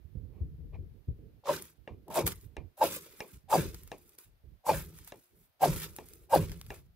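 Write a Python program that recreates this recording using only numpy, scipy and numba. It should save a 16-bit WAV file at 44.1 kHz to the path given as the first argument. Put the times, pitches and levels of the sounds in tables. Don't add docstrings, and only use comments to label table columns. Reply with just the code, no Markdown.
import sys
import numpy as np
from scipy import signal
from scipy.fft import rfft, irfft, next_fast_len
from scipy.io import wavfile
from scipy.ndimage import uniform_filter1d, map_coordinates
from numba import njit

SR = 44100
rng = np.random.default_rng(int(sys.argv[2]) if len(sys.argv) > 2 else 0)


def invert_db(level):
    return 10 ** (np.asarray(level, dtype=float) / 20)


def to_wav(sig):
    pcm = np.clip(np.atleast_2d(sig), -1, 1) * 32767
    pcm = np.round(pcm).astype(np.int16)
    wavfile.write(sys.argv[1], SR, pcm.T)


N = 306495
T = np.arange(N) / SR


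def unit(x):
    return x / np.sqrt(np.mean(x ** 2))


def played(tables, column, off):
    out = np.full(N, float(off))
    top = np.full(N, -200.)
    for rows in tables:
        rows = np.array(rows)
        rows[:, 0] = np.maximum.accumulate(rows[:, 0])
        on = np.flatnonzero((T >= rows[0, 0]) & (T <= rows[-1, 0] + .03))
        db = np.interp(T[on], rows[:, 0], rows[:, 1])
        leads = db > top[on]
        out[on[leads]] = np.interp(T[on[leads]], rows[:, 0], rows[:, column])
        top[on[leads]] = db[leads]
    return out


def gain(tables):
    return uniform_filter1d(invert_db(played(tables, 1, -200)), size=130)


@njit
def svf(x, hz, width):
    y, b, l = np.empty(len(x)), 0., 0.
    for i in range(len(x)):
        g, k = np.tan(np.pi * hz[i] / SR), width[i] / hz[i]
        v = (b + g * (x[i] - l)) / (1 + g * (g + k))
        b, l, y[i] = 2 * v - b, l + 2 * g * v, k * v
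    return y


def band(x, hz, width_hz):
    return svf(x, hz + np.zeros(N), width_hz + np.zeros(N))


def twice(x, hz, width_hz, second_width_hz):
    return unit(band(band(x, hz, width_hz), hz, second_width_hz))


def colour(x, points):
    hz, db = np.transpose(points)
    size = next_fast_len(N, True)
    f = np.maximum(np.fft.rfftfreq(size, 1 / SR), 1)
    return irfft(rfft(x, size) * invert_db(np.interp(np.log(f), np.log(hz), db)), size)[:N]


def ring(x, modes):
    out = 0
    for hz, db, t60 in modes:
        pole = np.exp(2j * np.pi * hz / SR - np.log(1000) / (t60 * SR))
        out = out + invert_db(db) * signal.lfilter([1], [1, -pole], x).imag
    return out


def walk(rate):
    k = int(SR / rate)
    held = np.repeat(rng.standard_normal(N // k + 1), k)
    return unit(uniform_filter1d(uniform_filter1d(held, k), k)[:N])


def grit(rate, spread_db):
    chance = rng.random((3, N))
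    sign = np.sign(chance[1] - .5)
    return (chance[0] < rate / SR) * sign * invert_db(-spread_db * np.log(1 - chance[2]))


def bursts(times, peaks_db, t60s):
    out = np.zeros(N)
    for s, db, t60 in zip(times, peaks_db, t60s):
        i = int(s * SR)
        tail = T[:min(N - i, SR // 4)]
        out[i:i + len(tail)] += invert_db(db - 60 * tail / max(t60, .002))
    return out


def ports(x, other, alike, lag, pan_db):
    alike = np.clip(alike, 0, 1)
    late = map_coordinates(x, [np.arange(N) - lag], order=3, mode="nearest")
    right = alike * x + np.sqrt(1 - alike ** 2) * other
    return np.array([late * invert_db(pan_db / 2), right * invert_db(-pan_db / 2)])


CALM_DB = -84
# start in seconds, rumble in dB, length in seconds, flutter against the
# rumble in dB, left minus right in dB.
GUSTS = [(0.0, -63.5, 1, -10, -25), (0.155, -43.5, 0.52, -11.5, -15.5), (0.408, -35, 0.15, -16, 0),
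         (0.585, -40.5, 0.34, -14, 6.5), (0.787, -37, 0.073, -10, -1), (0.891, -54, 0.12, -5, -21),
         (1.085, -36, 0.081, -12, 2), (1.19, -49.5, 0.2, -3.5, -8.5), (1.783, -64.5, 0.23, -8, -23),
         (1.904, -48, 0.13, -7.5, -10), (2.435, -57.5, 0.13, -4.5, -23), (2.578, -48, 0.099, -27, -21),
         (3.053, -76, 0.28, -5, -27), (3.337, -49, 0.061, -13, -4.5), (3.442, -58.5, 0.098, -19, -24),
         (3.83, -55.5, 0.26, -11.5, -5.5), (4.257, -59, 0.17, -11, 2), (4.442, -49.5, 0.12, -12, -11.5),
         (4.942, -58, 0.25, -6.5, -7), (5.307, -67, 0.17, 0, -3), (5.91, -52, 0.078, -26, 0),
         (6.044, -56.5, 0.32, -7.5, -1), (6.497, -50, 0.21, -16, 2), (6.645, -47.5, 0.28, -28, 1)]


def gusts():
    rise_s, fade_db, lull_s, lull_db = 0.014, -12, 0.031, -25.5
    out = []
    for at, db, length, flutter, pan in GUSTS:
        shape = [(at - rise_s, lull_db), (at, 0), (at + length, fade_db), (at + length + lull_s, lull_db)]
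        out.append([(s, db + step, db + step + flutter, pan) for s, step in shape])
    return out


def shudder(events, fall_db_per_s):
    return gain([[(s - .05, db - 29.0), (s, db), (s + 0.3, db - .3 * fall_db_per_s)] for s, db in events])


# frequency in Hz, level in dB.
RUMBLE = [(20, -13), (40, -3.5), (65, -2.5), (100, -7), (150, -12), (300, -36.5), (1000, -99)]
# frequency in Hz, level in dB.
FLUTTER = [(90, -19.5), (150, -5.5), (300, -2.5), (450, -6), (600, -21), (900, -41), (2000, -74)]
# start in seconds, peak in dB, frequency in Hz.
BUFFETS = [(0.031, -38.5, 68), (0.149, -32, 89.5), (0.395, -21, 60), (0.788, -31, 70.0), (1.09, -45, 51.2),
           (1.911, -37, 84), (2.232, -24, 75), (2.441, -37, 84), (3.353, -41.5, 72.5), (3.587, -23, 93),
           (4.451, -44.5, 81.8), (4.708, -33, 117), (5.677, -26, 88.8), (6.364, -38, 118)]


def wind():
    blowing = gain(gusts()) + invert_db(CALM_DB)
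    thud = shudder([(s + 0.037, db) for s, _, _, _, db in SHAKES], 129)
    jolted = [(s, db - 3) for s, db, *_ in SHAKES]
    ticked = [(s + 0.016, db - 11) for s, db, *_ in TICKS]
    rattle = shudder(jolted + ticked, 169)
    fluttering = uniform_filter1d(invert_db(played(gusts(), 2, CALM_DB)), size=130) + rattle
    lumps = invert_db(2.5 * walk(45))

    def eddies():
        rumble = unit(lumps * colour(rng.standard_normal(N), RUMBLE))
        flutter = unit(colour(lumps * invert_db(0.59 * walk(45)) * rng.standard_normal(N), FLUTTER))
        return (blowing + thud) * rumble + invert_db(-4.5) * fluttering * flutter

    thumps = np.zeros(N)
    for at, db, hz in BUFFETS:
        phase = (T - at - .023) * hz
        thumps += invert_db(db - 1.0) * np.exp(-(phase / 0.41) ** 2) * np.sin(2 * np.pi * phase + 0.6)
    shaken = (thud + rattle) / (thud + rattle + blowing)
    pan_db = uniform_filter1d(played(gusts(), 3, -6.0), size=1300) * (1 - shaken)
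    alike = 0.45 + 0.23 * shaken
    return ports(eddies() + thumps, eddies() + 0.083 * thumps, alike, lag=0, pan_db=pan_db)


# frequency in Hz, level in dB.
HISS = [(290, -34.5), (500, -5), (631, -3), (1160, -10.5), (1340, -9), (4530, -15), (7750, -25),
        (14000, -12.5), (16000, -20.5)]


def air():
    return invert_db(-77) * np.array([unit(colour(rng.standard_normal(N), HISS)) for _ in range(2)])


# start in seconds, peak in dB, board knock and high ring against it in dB.
TICKS = [
    (1.8749, -42, -5.5, -48),
    (2.5665, -41.5, -5, -7.5),
    (3.204, -35.5, -10, -8),
    (3.916, -40.5, -3, -3.5),
    (5.1207, -47, -2.5, -1.5),
    (5.985, -46, 2, -3.5),
    (6.7035, -37, -13, -9.5),
]
# centre in seconds, level in dB, half length in seconds.
RUBS = [
    (0.373, -67.5, 0.051),
    (0.75, -55, 0.018),
]
# frequency in Hz, level in dB, t60 in seconds.
STEEL = [(1703, 13.5, 0.018), (2380, -15, 0.049), (2742, -2, 0.044), (1880, 15, 0.0032),
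         (3940, -0.5, 0.008), (5450, -11, 0.0088), (6580, -1.5, 0.0026), (8300, -13, .006)]
# frequency in Hz, level in dB, t60 in seconds.
WOOD = [(354, -12.5, 0.48), (590, 9.5, 0.021), (880, 17, 0.018), (940, -15, 0.047)]
# frequency in Hz, level in dB.
SCUFF = [(200, -36), (400, 17), (1100, 5), (1400, -16), (1800, -6), (2250, -3), (2400, 2), (2600, -8),
         (5200, -23), (16000, -53)]


def ticks():
    steel, hard, wood = np.zeros((3, N))
    for s, db, wood_db, hard_db in TICKS:
        double = int(s * SR) + np.array([34, 82])
        steel[double] += invert_db(db) * np.array([-.9, -1])
        hard[double] += invert_db(db + hard_db) * np.array([-1, -.3])
        wood[double] += invert_db(db + wood_db) * np.array([.3, -1])
    s, db, wood_db, _ = np.transpose(TICKS)
    fading = bursts(s + 0.0028, db + 0.36 * wood_db - 0.5, 0.16 + 0 * s)
    fading = fading + sum(invert_db(db) * np.exp(-((T - s) / half) ** 2) for s, db, half in RUBS)
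    scuff = [fading * unit(colour(grit(2500, 1.5), SCUFF)) for _ in range(2)]
    tap = invert_db(-11.5) * ring(uniform_filter1d(steel, size=6), STEEL[:4])
    tap = tap + invert_db(6.5) * ring(hard, STEEL[4:])
    tap = tap + invert_db(-8.0) * ring(wood, WOOD)
    echo = np.roll(tap, 15)
    return ports(tap + .3 * echo + scuff[0], echo + scuff[1], alike=0.75, lag=.5, pan_db=.5)


# start in seconds, peak in dB, frequency in
# Hz, t60 in seconds.
CATCHES = [(0.743, -56.5, 2370, 0.097), (2.167, -30.5, 990, 0.2), (3.06, -55, 456, 0.21),
           (3.135, -57.5, 426, 0.15), (3.525, -26.5, 1020, 0.12), (4.69, -30.5, 995, 0.13),
           (1.437, -49, 800, 0.04), (1.455, -41, 835, 0.065), (1.472, -33, 1016, 0.079),
           (1.51, -36, 1057, 0.099), (1.537, -35, 1610, 0.051), (1.575, -42.5, 1590, 0.045),
           (2.079, -44, 833, 0.08), (2.104, -38.5, 813, 0.11), (2.119, -46.5, 894, 0.051),
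           (2.134, -38.5, 930, 0.036), (2.156, -29, 870, 0.21), (2.188, -42.5, 2380, 0.18),
           (2.205, -32.5, 460, 0.087), (2.81, -29, 940, 0.078), (2.84, -46, 4700, 0.02),
           (2.862, -38.5, 2740, 0.074), (2.964, -38.5, 413, 0.078), (3.2, -49, 805, 0.024),
           (3.204, -34.5, 5390, 0.02), (3.207, -40, 2384, 0.083), (2.569, -50.5, 2400, 0.1),
           (3.919, -54, 2520, 0.11), (1.877, -62, 2360, 0.066), (6.706, -47, 2380, 0.1),
           (3.504, -33.5, 916, 0.064), (3.516, -30, 873, 0.066), (3.527, -40.5, 2950, 0.026),
           (3.544, -31, 4800, 0.036), (3.554, -34.5, 4800, 0.021), (3.576, -39.5, 1600, 0.24),
           (4.645, -54, 900, 0.06), (4.666, -28.5, 870, 0.088), (4.695, -35, 2403, 0.14),
           (4.701, -39, 4600, .04), (4.712, -33.5, 790, 0.041), (4.737, -40, 1636, 0.24),
           (5.608, -36, 802, .06), (5.616, -31, 849.5, 0.063), (5.645, -37, 4370, 0.042),
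           (6.302, -47, 816, 0.072), (6.319, -34.5, 900, .08), (6.351, -32, 4420, 0.045),
           (6.36, -33.5, 1634, 0.063)]


def catches():
    out = np.zeros((2, N))
    waver = np.array([walk(300), walk(300)])
    for s, db, hz, t60 in CATCHES:
        i = int(s * SR)
        t = T[:min(N - i, SR // 5)]
        swing = np.sin(2 * np.pi * hz * t + 1.9 * waver[:, i:i + len(t)])
        out[:, i:i + len(t)] += invert_db(db - 60 * t / max(t60, .005)) * np.minimum(t / 0.0011, 1) * swing
    return ports(*out, alike=0.91, lag=1.0, pan_db=0.9)


# hardest bite in seconds, chatter in dB, chatter pitch in Hz, build-up in
# seconds, hold in seconds.
STROKES = [
    (1.496, -27, 591.2, .056, .02),
    (2.178, -24, 720, 0.099, 0.011),
    (2.817, -18, 859.6, .036, .015),
    (3.53, -17.5, 880, .04, 0.013),
    (4.694, -19, 930, .048, .009),
    (5.635, -17, 860, 0.029, 0.0072),
    (6.337, -16, 880, .036, 0.009),
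]
GRIPS_DB = [-10.5, -15.5, -31, -20, -17, -13, -17.5]


def strokes():
    touch_db, touch_s, grip_s, creep_pitch = -35.5, .012, .01249, .9
    hold_pitch, let_go_s, slip_s, run_out_s = .88, .00699, .035, .04
    out = []
    for (s, db, hz, rise, hold), grip in zip(STROKES, GRIPS_DB):
        lighter = 1.9 * (-19.5 - db)
        creep, held = hz * creep_pitch, hz * hold_pitch
        end = s + hold
        out.append([(s - rise - touch_s, db + touch_db - 19.5, creep, 0),
                    (s - rise, db + touch_db, creep, 0),
                    (s - grip_s, db + grip, creep, 4.5 + lighter / 2),
                    (s, db, hz, -9 + lighter),
                    (end, db - 2.5, held, -2.5),
                    (end + let_go_s, db - 11.5, held, 2),
                    (end + slip_s, db - 19.5, hz * .66, 2),
                    (end + slip_s + run_out_s, db - 34, hz * .61, 2)])
    return out


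# frequency in Hz, width in Hz, level in dB.
BLADE = [(1370, 630, -31.5), (1600, 15, -25.5), (2470, 140, -37.5), (2770, 180, -31.5), (4800, 530, -33)]


def chatter():
    hz = np.clip(played(strokes(), 2, 1100), 200, 2000)
    force = gain(strokes())
    phase = 2 * np.pi * np.cumsum(hz * (1 + .06 * walk(250))) / SR
    judder = np.sin(phase) * invert_db(.7 * walk(170))

    def edge():
        slips = unit(grit(1200, 0.61))
        loose = twice(slips, hz, 0.13 * hz, 0.064 * hz)
        blade = sum(invert_db(db) * twice(slips, f, w, 3 * w) for f, w, db in BLADE)
        rod = twice(slips, 935, 230.0, 270.0) * invert_db(played(strokes(), 3, -26.5) - 10.0)
        plank = twice(slips, 570., 84.0, 160.0) * invert_db(-6.0)
        return .16 * loose + blade + rod + plank

    return force * ports(.9 * unit(judder) + edge(), 1.5 * edge(), alike=.89, lag=1.5, pan_db=.3)


# time in seconds, fizz in dB, fine hiss against it in dB.
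SHOWERS = [
    [(1.44, -77, -11), (1.458, -57.5, -12), (1.47, -55.5, 1), (1.482, -49, -1.5), (1.502, -47.5, 3.5),
     (1.544, -48, 3), (1.6, -59, 2)],
    [(2.14, -56, 4), (2.144, -52, 7), (2.192, -41, 1.5), (2.22, -51, 1.5)],
    [(2.258, -61, 8), (2.264, -47, 13.5), (2.278, -42.5, 5.5), (2.294, -52, 4.5), (2.324, -52.5, 4),
     (2.34, -63.5, -7)],
    [(2.77, -73.5, 8.5), (2.808, -64.5, 11.5), (2.826, -45, 3), (2.872, -44.5, 3), (2.882, -49, 3),
     (2.964, -50.5, 9.5), (2.995, -60.5, 2)],
    [(3.485, -77.5, 4.5), (3.505, -52, 7), (3.549, -43, 4), (3.559, -43, 5.5), (3.7, -60, 1.5)],
    [(4.64, -84, 3.5), (4.666, -55.5, 7.5), (4.69, -51.5, 9), (4.702, -47, 0), (4.708, -46, 4),
     (4.784, -51.5, 8), (4.82, -56, 6)],
    [(5.595, -75.5, -4.5), (5.619, -53.5, 10), (5.643, -41.5, 3), (5.703, -49.5, 5), (5.799, -54.5, 7.5),
     (5.843, -49, 1), (5.87, -61.5, 2)],
    [(6.295, -69.5, 2.5), (6.321, -56, 8.5), (6.353, -42.5, 6), (6.373, -47, 2.5), (6.46, -59.5, 4)],
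]
# start in seconds, fizz in dB, fade in dB/s, dying moment in seconds, fine
# hiss against the fizz in dB.
EMBERS = [(1.59, -61, 60, 1.69, 4), (2.104, -61, -130, 2.14, 2), (2.144, -50, 0, 2.17, 6),
          (2.22, -58, 200, 2.255, 2), (2.34, -66, 170, 2.39, 5), (2.39, -78, 0, 2.45, 9),
          (2.98, -62, 45, 3.17, 5), (3.17, -67, 0, 3.24, 6), (3.25, -72, -40, 3.345, 7),
          (3.69, -62, 55, 3.81, 4), (3.8, -71, 50, 3.92, 7), (3.925, -68, 150, 3.97, 0),
          (3.965, -77, 10, 4.14, 8), (4.186, -67, 130, 4.25, 9), (4.77, -52, 160, 4.88, 4),
          (4.87, -70, 20, 4.93, 5), (4.935, -68, 10, 5.06, 6), (5.07, -62, 100, 5.09, 6),
          (5.1, -69, 120, 5.16, 3), (5.16, -79, 10, 5.26, 9), (5.26, -86, 30, 5.35, 10),
          (5.35, -88, -50, 5.45, 14), (5.855, -60, 150, 5.95, 4), (5.95, -72, 0, 5.99, 8),
          (6.0, -68, 150, 6.05, 5), (6.05, -73, -10, 6.15, 8), (6.15, -75, 60, 6.25, 9),
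          (6.45, -63, 20, 6.53, 3), (6.53, -72, 10, 6.69, 7), (6.698, -64, 40, 6.78, 4)]


def burning():
    douse_s, kindle_s, die_s, die_db = .03, .005, .06, -20
    out = []
    for rows in SHOWERS:
        curve = [(s, db + 0.73, 1.1 * (fine - 1.5)) for s, db, fine in rows]
        s, db, fine = curve[-1]
        out.append(curve + [(s + douse_s, db + die_db, fine)])
    for s, db, rate, end, fine in EMBERS:
        last_db = db - rate * (end - s)
        out.append([(s - kindle_s, db - 8.5, fine), (s, db, fine), (end, last_db, fine),
                    (end + die_s, last_db + die_db, fine)])
    return out


THROWN_TO = [3, 2, 4, 7, 3.2, 2.4, 3.2, 2.4]


def flight():
    paths = [[(rows[0][0], 0, .5), (rows[-1][0], 0, lag)] for rows, lag in zip(SHOWERS, THROWN_TO)]
    return uniform_filter1d(played(paths, 2, 2.4), size=900)


# frequency in Hz, level in dB.
FIZZ = [(450, -35), (800, -6.5), (1600, -3), (2600, -4.5), (3700, -5.5), (6900, -7.5), (9500, -7.5),
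        (12500, -5), (15500, -5.5), (17000, -5)]
# start in seconds, peak in dB, lower part against it in dB, t60 in seconds.
POPS = [(1.623, -32.5, -24, 0.027), (1.6542, -47.5, -3, 0.023), (2.082, -52, -8, 0.055),
        (2.1032, -53, -10, 0.04), (2.144, -36, -24, 0.041), (2.266, -25, -6.5, 0.13),
        (2.2764, -21.5, -0.5, 0.032), (2.3047, -51, -20, 0.053), (2.32, -41, 6.5, 0.035),
        (2.3581, -48, -11, 0.028), (2.412, -51, -28, 0.064), (2.444, -59, -36.5, 0.057),
        (4.1864, -38, -29.5, 0.029), (4.8614, -47, -16, 0.025), (4.9063, -55, -14, 0.012),
        (4.988, -47, -1.5, 0.038), (5.047, -45, -23, 0.022), (5.075, -40, -8, 0.077), (5.158, -56, -6, .03),
        (5.236, -64.5, -14.5, 0.053), (5.9634, -36.5, -35.5, 0.082), (6.087, -43, -31, 0.036),
        (6.1353, -41, -23, 0.029), (6.496, -56, 10, 0.069), (6.5173, -53, 8.5, 0.2),
        (6.574, -51, -20, 0.024), (6.614, -43.5, 4.5, 0.016), (6.665, -51, 0, 0.038)]
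# start in
# seconds, # peak in dB, lower part against it in dB, t60 in seconds.
MORE_POPS = [(2.8404, -24.5, -4, 0.025), (2.8544, -30, -9, 0.025), (3.0225, -45, -16, 0.025),
             (3.7452, -39, 5, 0.028), (3.835, -43.5, -11, 0.017), (3.876, -42, -8, 0.025),
             (3.9744, -60, -9, 0.025), (3.9833, -50, -14.5, 0.029), (4.0781, -52, -17, 0.025),
             (4.093, -46.5, -15, 0.025), (4.121, -54, -16, 0.025), (4.151, -54, -8.5, 0.025),
             (4.2438, -58, -12, 0.021), (5.7442, -36, -17, 0.025), (5.762, -32, -1, 0.025),
             (5.7693, -35, -14, 0.025), (5.8199, -32, -11, 0.025), (5.8427, -32.5, -2.5, 0.023),
             (5.9344, -51.5, -14, 0.025)]


def sparks():
    fine_db = uniform_filter1d(played(burning(), 2, 0), size=400) - .4
    glow = gain(burning()) * invert_db(7.9 + .3 * walk(70) + 1.4 * walk(300))
    centres = 900 * 2 ** np.arange(0, 4.3, .5)
    patches = [invert_db(1.2 * walk(30) + 2.2 * walk(150)) for _ in centres]

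    def burn():
        out = 0
        crackle = colour(rng.standard_normal(N) + .5 * unit(grit(2700, 2.2)), FIZZ)
        for hz, patch in zip(centres, patches):
            skirts = [(hz / 2, -40), (hz / 1.35, -6), (hz, 0), (hz * 1.35, -6), (hz * 2, -40)]
            fine = invert_db(fine_db * np.clip(np.log2(hz / 5500), 0, 1))
            out = out + patch * colour(crackle, skirts) * fine
        for lag, share in ((37, 0.3), (95, 0.45)):
            heard = np.arange(N) - lag * (1 + 0.077 * walk(12))
            out = out + share * np.interp(heard, np.arange(N), out)
        return glow * out

    cracks = [(s, db - 1.5, low_db, t60) for s, db, low_db, t60 in MORE_POPS]
    s, db, low_db, t60 = np.transpose(list(POPS) + cracks)

    def pop(peak_db):
        return bursts(s, peak_db, 0.074 * t60) + bursts(s, peak_db - 11.0, t60)

    high, low = pop(db + 0.45), pop(db + low_db + 0.5)
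    popping = [high * unit(band(x, 11400.0, 14000.0)) + low * unit(band(x, 1700.0, 4500.))
               for x in rng.standard_normal((2, N))]
    fizz = ports(burn(), burn(), alike=0.38, lag=flight(), pan_db=-0.54)
    return fizz + ports(*popping, alike=0.58, lag=3.35, pan_db=0.0)


# start in seconds, board in dB, later boom of the bed against it in dB,
# ring-out in seconds, thud in the ports in dB.
SHAKES = [(1.507, -37, 0.5, 0.22, -55.5), (2.1, -49.5, 11, 0.091, -63.5), (2.189, -33, 2.5, 0.11, -50.5),
          (2.258, -36.5, 7.5, 0.1, -39.5), (2.841, -35, 1, 0.29, -65.5), (2.974, -59, -12, 0.22, -78),
          (3.549, -32, 4.5, 0.078, -46.5), (3.586, -30, 4, 0.31, -36.5), (4.07, -72.5, -10, 0.13, -85.5),
          (4.711, -34.5, 7, 0.33, -38.5), (5.34, -76, 8.5, 0.051, -81), (6.119, -62.5, -10, 0.44, -81),
          (5.656, -29.5, 6, 0.45, -32), (6.366, -28, 8.5, 0.33, -31)]


def shakes():
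    still_db = -77
    return [[(s - 0.048, db - 26, -3),
             (s, db, boom - 13.5),
             (s + 0.046, db + 0.33 * (still_db - db), boom),
             (s + ring_out, still_db, boom)] for s, db, boom, ring_out, _ in SHAKES]


# frequency in Hz, width in Hz, level in dB.
BED = [(89.5, 34, -2.5), (160, 14, 0), (244, 40, -16), (342.6, 55, -6), (400, 110, -1)]


def board():
    deep = invert_db(played(shakes(), 2, 0))
    soft = signal.butter(3, 520, fs=SR, output="sos")

    def boom():
        jolts = signal.sosfilt(soft, grit(500, 1.6))
        rings = [invert_db(db) * twice(jolts, hz, w, 3 * w) for hz, w, db in BED]
        return gain(shakes()) * (deep * unit(sum(rings[:2])) + unit(sum(rings[2:])))

    return ports(boom(), boom(), alike=0.82, lag=0.96, pan_db=-2.0)


# centre in seconds, peak in dB, frequency
# in Hz, length in cycles.
KNOCKS = [(2.198, -23, 520, 0.76), (2.207, -26, 420, 0.71), (2.851, -30.5, 600, 0.64),
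          (3.546, -18, 900, 1.4), (3.564, -19.5, 520, .6), (4.715, -22.5, 523, 0.86),
          (2.245, -28.5, 129.6, 1.1), (2.84, -22.5, 550, 1.1), (3.556, -12, 624, 0.66),
          (3.59, -23.5, 162, 2.64), (4.187, -54.5, 400, 0.83), (4.76, -35.5, 160, 3.09),
          (5.647, -22, 760, 0.68), (5.6583, -14, 627, 0.6), (5.694, -24.5, 154, 2.4),
          (6.3514, -13, 710, 0.68), (6.361, -10.5, 614, 0.97), (6.395, -24.5, 151, 2.3)]


def knocks():
    knock = np.zeros(N)
    for s, db, hz, cycles in KNOCKS:
        swell = np.exp(-((T - s) * hz / cycles) ** 2)
        knock += invert_db(db) * swell * np.cos(2 * np.pi * hz * (T - s))
    return ports(knock, 0 * knock, alike=0.91, lag=4.2, pan_db=0.5)


def scene():
    return wind() + air() + ticks() + catches() + chatter() + sparks() + board() + knocks()


def low_pass(x):
    return signal.sosfilt(signal.butter(12, 16800, fs=SR, output="sos"), x)


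def record(dry):
    cut = signal.sosfilt(signal.butter(3, 38, "high", fs=SR, output="sos"), dry)
    cut = signal.sosfilt(signal.ellip(10, .2, 55, 15700, fs=SR, output="sos"), cut)
    return low_pass(cut)


dry = scene()
out = record(dry)
to_wav(out)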